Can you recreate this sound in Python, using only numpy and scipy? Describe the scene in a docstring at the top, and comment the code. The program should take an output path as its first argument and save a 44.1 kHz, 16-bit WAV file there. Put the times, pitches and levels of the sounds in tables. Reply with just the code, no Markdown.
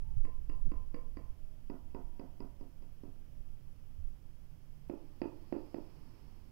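"""A bare brick room, open on one side: a tiler beds ceramic floor tiles with light mallet taps, one
hand pressing flat. Wet mortar damps each tap to a short knock; walls and ceiling throw it back, and
a brief tail follows. Air buffets the hand-held microphone, whose left port is almost deaf.
Behind it all: a distant rush that swells late, faint far tones, outdoor rumble and microphone hiss."""
import sys
import numpy as np
from scipy import signal
from scipy.fft import rfft, irfft, next_fast_len
from scipy.io import wavfile
from scipy.ndimage import uniform_filter1d

SR = 44100
rng = np.random.default_rng(int(sys.argv[2]) if len(sys.argv) > 2 else 0)


def to_wav(s):
    """Save 16-bit WAV."""
    ch = np.atleast_2d(s).T  # columns
    pcm = np.round(np.clip(ch, -1, 1) * 32767)  # PCM
    wavfile.write(sys.argv[1], SR, pcm.astype(np.int16))


N = 287135
TIME = np.arange(N) / SR


def from_db(db):
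    """Decibels to gain."""
    return 10 ** (np.asarray(db) / 20)


def at_hz(points, hz, column=1):
    """Interpolate a table column over log frequency."""
    table = np.array(points, float)
    return np.interp(np.log(np.maximum(hz, 1)), np.log(table[:, 0]), table[:, column])


def cut(x, hz, kind, order=2):
    """Causal low-, high- or band-pass."""
    return signal.sosfilt(signal.butter(order, np.clip(hz, 10, .45 * SR), kind, fs=SR, output="sos"), x)


def colour(x, spectrum):
    """Filter by a table of (frequency [Hz], gain [dB])."""
    size = next_fast_len(N)
    gain = from_db(at_hz(spectrum, np.fft.rfftfreq(size, 1 / SR)))
    return irfft(rfft(x, size) * gain, size)[:N]


def noise(spectrum):
    """Steady shaped noise, rms 1."""
    x = colour(rng.standard_normal(N), spectrum)
    return x / np.std(x)


def ring(t, hz, t60_s, rise_s):
    """Damped mode with a short rise."""
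    return np.sin(2 * np.pi * hz * t) * np.exp(-np.log(1000) * t / t60_s) * (1 - np.exp(-t / rise_s))


def add(out, start_s, x):
    """Mix x into out from start_s on."""
    i = min(max(int(round(start_s * SR)), 0), len(out))
    out[i:i + len(x)] += x[:len(out) - i]


# bending modes of the bedded tile, per spot: (frequency [Hz], level [dB], t60 [s])
TILE_MODES = {"edge": [(250, 0.5, 0.02), (300, 2.5, 0.025), (458, -10.5, 0.03), (640, -19, 0.027),
              (1000, 0.5, 0.0039), (1025, -24, 0.08), (1050, -26, 0.056), (1824, -18, 0.019),
              (1990, -17.5, 0.019), (2275, -18, 0.018), (2704, -25, 0.026), (4810, -18.5, 0.011)],
              "middle": [(267, 10, 0.024), (371.4, 2, 0.032), (511, -10.5, 0.042), (687, -12, 0.035),
              (942, -8, 0.025), (1380, -8.5, 0.0055), (1973, -19, 0.022), (2570, -12, 0.0087),
              (4900, -13, 0.012)], "joint": [(279.5, -2, 0.048), (336, 2, 0.032), (517, 5, 0.016),
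              (647, -6.5, 0.017), (858, -14, 0.036), (1260, -11, 0.0047), (1900, -11, 0.0098),
              (2070, -24, 0.017), (2530, -17, 0.013), (4600, -23, 0.0055), (4810, -17, 0.0071)]}
# mallet force, per spot: (rise time [s])
CONTACT_S = {"edge": .0013, "middle": .0016, "joint": .0015}

def tile_knock(spot, hardness_db, tick_db, scatter_db=1.94, detune=.007):
    """One tap, direct and as sent into the room; harder contact favours the high modes."""
    hz, level_db, t60_s = np.transpose(TILE_MODES[spot])
    level_draw, pitch_draw = rng.standard_normal((2, len(hz)))
    tilt_db = hardness_db * np.log10(hz / hz[0])
    gains = from_db(level_db + tilt_db + tick_db * (hz == hz.max()) + scatter_db * level_draw)
    detuned_hz = hz * (1 + detune * pitch_draw)
    modes = gains[:, None] * ring(TIME[:SR // 2], detuned_hz[:, None], t60_s[:, None], CONTACT_S[spot])
    signs = (-1) ** np.arange(len(hz))  # adjacent modes radiate to the walls in antiphase
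    direct_and_outward = np.array([modes.sum(axis=0), signs @ modes])
    return cut(direct_and_outward, hz=123, kind="high")  # a small plate radiates little bass


# mallet taps: (time [s], level [dB], hardness [dB/decade], top-mode tick [dB], spot)
TAPS = [(0.25, -37, 8, -10, "edge"), (0.4959, -36, 6.5, -5, "edge"), (0.7173, -29.5, -3, 2, "edge"),
        (0.9433, -28.5, -1, 1.5, "edge"), (1.1702, -30.5, -0.5, 3, "edge"),
        (1.6989, -35, 5.5, -5.5, "middle"), (1.947, -32, 0.5, -7, "middle"),
        (2.1954, -36, 3.5, -2, "middle"), (2.404, -37, 1.5, 4, "middle"),
        (2.6097, -40.5, -4.5, 4, "middle"), (2.8222, -52.5, 10.5, -7, "middle"),
        (3.0351, -38, -5, -4, "middle"), (4.8974, -26.5, -1.5, -14, "joint"),
        (5.2168, -22, 1.5, 1, "joint"), (5.525, -24, -0.5, -10, "joint"), (5.7440, -24.5, -7, 8, "joint")]
# early reflections, per spot: (delay [s], gain [dB])
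ECHOES = {"edge": [(0.0101, -10.5), (0.0176, -15), (0.0204, -9), (0.0382, -24), (0.0419, -10.5),
          (0.0639, -16)], "middle": [(0.0104, -17), (0.0176, -5.5), (0.0204, -11.5), (0.0314, -17),
          (0.0422, -5), (0.0539, -8)], "joint": [(0.0138, -9.5), (0.02, -8), (0.0377, -3.5), (0.0407, -8.5),
          (0.0585, -8.5)]}

def mallet_taps(echo_cutoff_cycles=15.3):
    """Each knock with its spot's echoes and tail; later echoes are duller."""
    out = np.zeros(N)
    spot_tails = {spot: room_tail(spot) for spot in TILE_MODES}
    for time_s, level_db, hardness_db, tick_db, spot in TAPS:
        direct, outward = from_db(level_db) * tile_knock(spot, hardness_db, tick_db)
        add(out, time_s, direct)
        for delay_s, echo_db in ECHOES[spot]:
            echo = cut(direct, echo_cutoff_cycles / delay_s, "low", order=1)
            add(out, time_s + delay_s, from_db(echo_db) * echo)
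        # the mallet never hits quite the same point: part of the tail is new
        tail = 0.96 * spot_tails[spot] + .5 * room_tail(spot)
        add(out, time_s, signal.fftconvolve(outward, tail))
    return out


# diffuse tail: (frequency [Hz], t60 [s], edge gain [dB], middle gain [dB], joint gain [dB])
ROOM_BANDS = [(151, 0.15, -13, -16, -2), (218, 0.68, -3, -6, -5.5), (335, 0.7, -23, -15.5, -7.5),
              (465, 0.26, 3, -7, -7), (640, 0.46, 3, 4, -6), (827, 0.74, 0, -1.5, -0.5),
              (1046, 0.3, 8.5, -2, 5.5), (1370, 0.33, 2, 8.5, 2), (1830, 0.29, -13.5, -9, -16.5),
              (2980, 0.27, -0.5, -9, 4.5), (5000, 0.25, -5.5, -12, -9)]

def room_tail(spot, delay_s=0.0011, build_s=0.012):
    """Impulse response: dense reflections build, then decay by third-octave band."""
    t, tail = TIME[:SR * 3 // 4], 0
    gain_column = 2 + list(TILE_MODES).index(spot)
    edges_hz = 110 * 2 ** (np.arange(20) / 3)
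    build = 1 - np.exp(-np.maximum(t - delay_s, 0) / build_s)
    for low, high in zip(edges_hz, edges_hz[1:]):
        hz = np.sqrt(low * high)
        decay = np.exp(-np.log(1000) * t / at_hz(ROOM_BANDS, hz))
        band = cut(rng.standard_normal(len(t)), [low, high], "band") * build * decay
        unit_gain = np.sqrt(2 * (high - low) / SR / np.sum(band ** 2))
        tail = tail + band * unit_gain * from_db(at_hz(ROOM_BANDS, hz, gain_column))
    return tail


# pressure swings on the port: (frequency [Hz], relative density [dB])
BUFFET_SPECTRUM = [(6, -6), (13, 6), (22, -2), (35, -20.5), (55, -12), (90, -30.5), (160, -37.5),
                   (400, -123.5)]
# hand sways: (peak time [s], level [dB])
SWAYS = [(0.16, -29.5), (0.68, -35.5), (2.05, -46), (3.45, -43.5), (4.049, -39)]

def air_buffet(draught_db=-39.5, ease_db_per_s=1.54, carry_db=-35.5, sway_s=0.097):
    """Air on the port: an easing draught, the microphone carried and settling, brief hand sways."""
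    rise_s, carry_until_s, settle_s = 0.077, 0.76, 0.27
    air = noise(BUFFET_SPECTRUM)
    air /= np.sqrt(uniform_filter1d(air ** 2, size=SR // 4))
    draught = from_db(draught_db - ease_db_per_s * TIME)
    carry = from_db(carry_db) * (1 - np.exp(-TIME / rise_s))
    carry *= np.exp(-np.maximum(TIME - carry_until_s, 0) / settle_s)
    sways = sum(from_db(db) * np.exp(-((TIME - peak_s) / sway_s) ** 2) for peak_s, db in SWAYS)
    return air * (draught + carry + sways)


# bumps on the case: (time [s], level [dB], frequency [Hz], t60 [s])
BUMPS = [(0.165, -16.5, 99.3, 0.071), (0.644, -4, 11.7, 0.12), (0.679, -19.5, 116, 0.04),
         (3.985, -29, 71, 0.18)]
# rustles: (time [s], length [s], level [dB])
RUSTLES = [(0.166, .04, -76), (0.639, 0.061, -47.5), (3.973, 0.072, -83)]
# rustle noise: (frequency [Hz], relative density [dB])
RUSTLE_SPECTRUM = [(100, 17), (250, 25), (500, 2), (900, -5), (2000, -31), (5000, -61), (10000, -64)]

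def handling():
    """The hand bumps the microphone softly; sleeve and grip rustle."""
    bumps, rubbing = np.zeros((2, N))
    for time_s, level_db, hz, t60_s in BUMPS:
        add(bumps, time_s, from_db(level_db) * ring(TIME[:SR], hz, t60_s, rise_s=0.0093))
    for time_s, length_s, level_db in RUSTLES:
        add(rubbing, time_s, from_db(level_db) * np.hanning(int(length_s * SR)))
    return bumps + rubbing * noise(RUSTLE_SPECTRUM)


# distant rush: (frequency [Hz], relative density [dB])
RUSH_SPECTRUM = [(300, 10.5), (600, -3.5), (1000, 0), (1500, -12), (2700, -13), (3800, -21), (4500, -13.5),
                 (5200, -11.5), (6000, -26.5), (9000, -28.5)]

def far_rush(rest_db=-78, swell_db=-61.5, sizzle_db=-80):
    """A broad distant rush swells, topped by a narrow sizzle that slides upward."""
    start_s, attack_s, hold_s, release_s = 4.61, 0.97, 0.54, 1.0
    low_hz, high_hz, climb_at_s, climb_s = 4490, 5310, 5.63, 0.11
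    swell = np.interp(TIME, start_s + np.cumsum([0, attack_s, hold_s, release_s]), [0, 1, 1, 0])
    climb = .5 + .5 * np.tanh((TIME - climb_at_s) / climb_s)
    centre_hz = low_hz + (high_hz - low_hz) * climb
    grain = cut(rng.standard_normal(N), hz=140, kind="low")
    sizzle = grain / np.std(grain) * np.sin(2 * np.pi * np.cumsum(centre_hz) / SR)
    rush = (from_db(rest_db) + from_db(swell_db) * swell) * noise(RUSH_SPECTRUM)
    return rush + from_db(sizzle_db) * swell ** 4.5 * sizzle


# far tones: (time [s], length [s], start pitch [Hz], level [dB])
FAR_TONES = [(0, 0.19, 920, -67.5), (1.292, 0.39, 640, -71), (1.781, 0.66, 980, -71),
             (2.448, 0.19, 590, -67.5), (3.241, 0.2, 612, -70), (4.15, 1, 152, -59)]

def far_tones(sag=0.061, waver_depth=0.0208):
    """Thin wavering tones from outside, each swelling and fading as its pitch sags."""
    out = np.zeros(N)
    for time_s, length_s, start_hz, level_db in FAR_TONES:
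        count = int(length_s * SR)
        waver = cut(rng.standard_normal(SR), hz=41.2, kind="low")[:count]
        hz = start_hz * np.linspace(1, 1 - sag, count) * (1 + waver_depth * waver / np.std(waver))
        envelope = from_db(level_db) * np.sin(np.linspace(0, np.pi, count))
        add(out, time_s, envelope * np.sin(2 * np.pi * np.cumsum(hz) / SR))
    return out


# outdoor rumble: (frequency [Hz], relative density [dB])
RUMBLE_SPECTRUM = [(26, -38.5), (45, -8), (146, -13.5), (191, -23.5), (238, -23), (263, -25), (296, -28.5),
                   (466, -35.5), (589, -35.5), (652, -38.5), (2500, -50.5), (3250, -73), (5500, -120)]
# microphone hiss with port resonances: (frequency [Hz], relative density [dB])
HISS_SPECTRUM = [(1500, -21.5), (2500, -2), (3100, 0.5), (3870, -8.5), (5200, -3), (6300, -7), (7900, -11),
                 (10000, -7.5), (11000, -7), (14000, -5.5), (14900, -1.5), (15300, -11.5), (15750, -8)]

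def background(rumble_db=-54.5, hiss_db=-75):
    """Steady outdoor rumble and microphone hiss."""
    return from_db(rumble_db) * noise(RUMBLE_SPECTRUM) + from_db(hiss_db) * noise(HISS_SPECTRUM)


# left port noise relative to the right: (frequency [Hz], gain [dB])
LEFT_NOISE_GAIN = [(60, -18), (110, -27.5), (200, -18.5), (380, -13.0), (700, -8.5), (1290, -8.5),
                   (2380, -7.5), (4400, -8), (8120, -7), (15000, -10)]

def scene(left_leak_db=-49.5):
    """The right port hears everything; the left gives little but its own noise."""
    sound = mallet_taps() + air_buffet() + handling() + far_tones() + far_rush()
    left = from_db(left_leak_db) * sound + colour(background(), LEFT_NOISE_GAIN)
    return np.array([left, sound + background()])


def record(dry, cutoff_hz=15750):
    """Steep elliptic low-pass."""
    return signal.sosfilt(signal.ellip(10, .2, 70, cutoff_hz, fs=SR, output="sos"), dry)


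dry = scene()
out = record(dry)
to_wav(out)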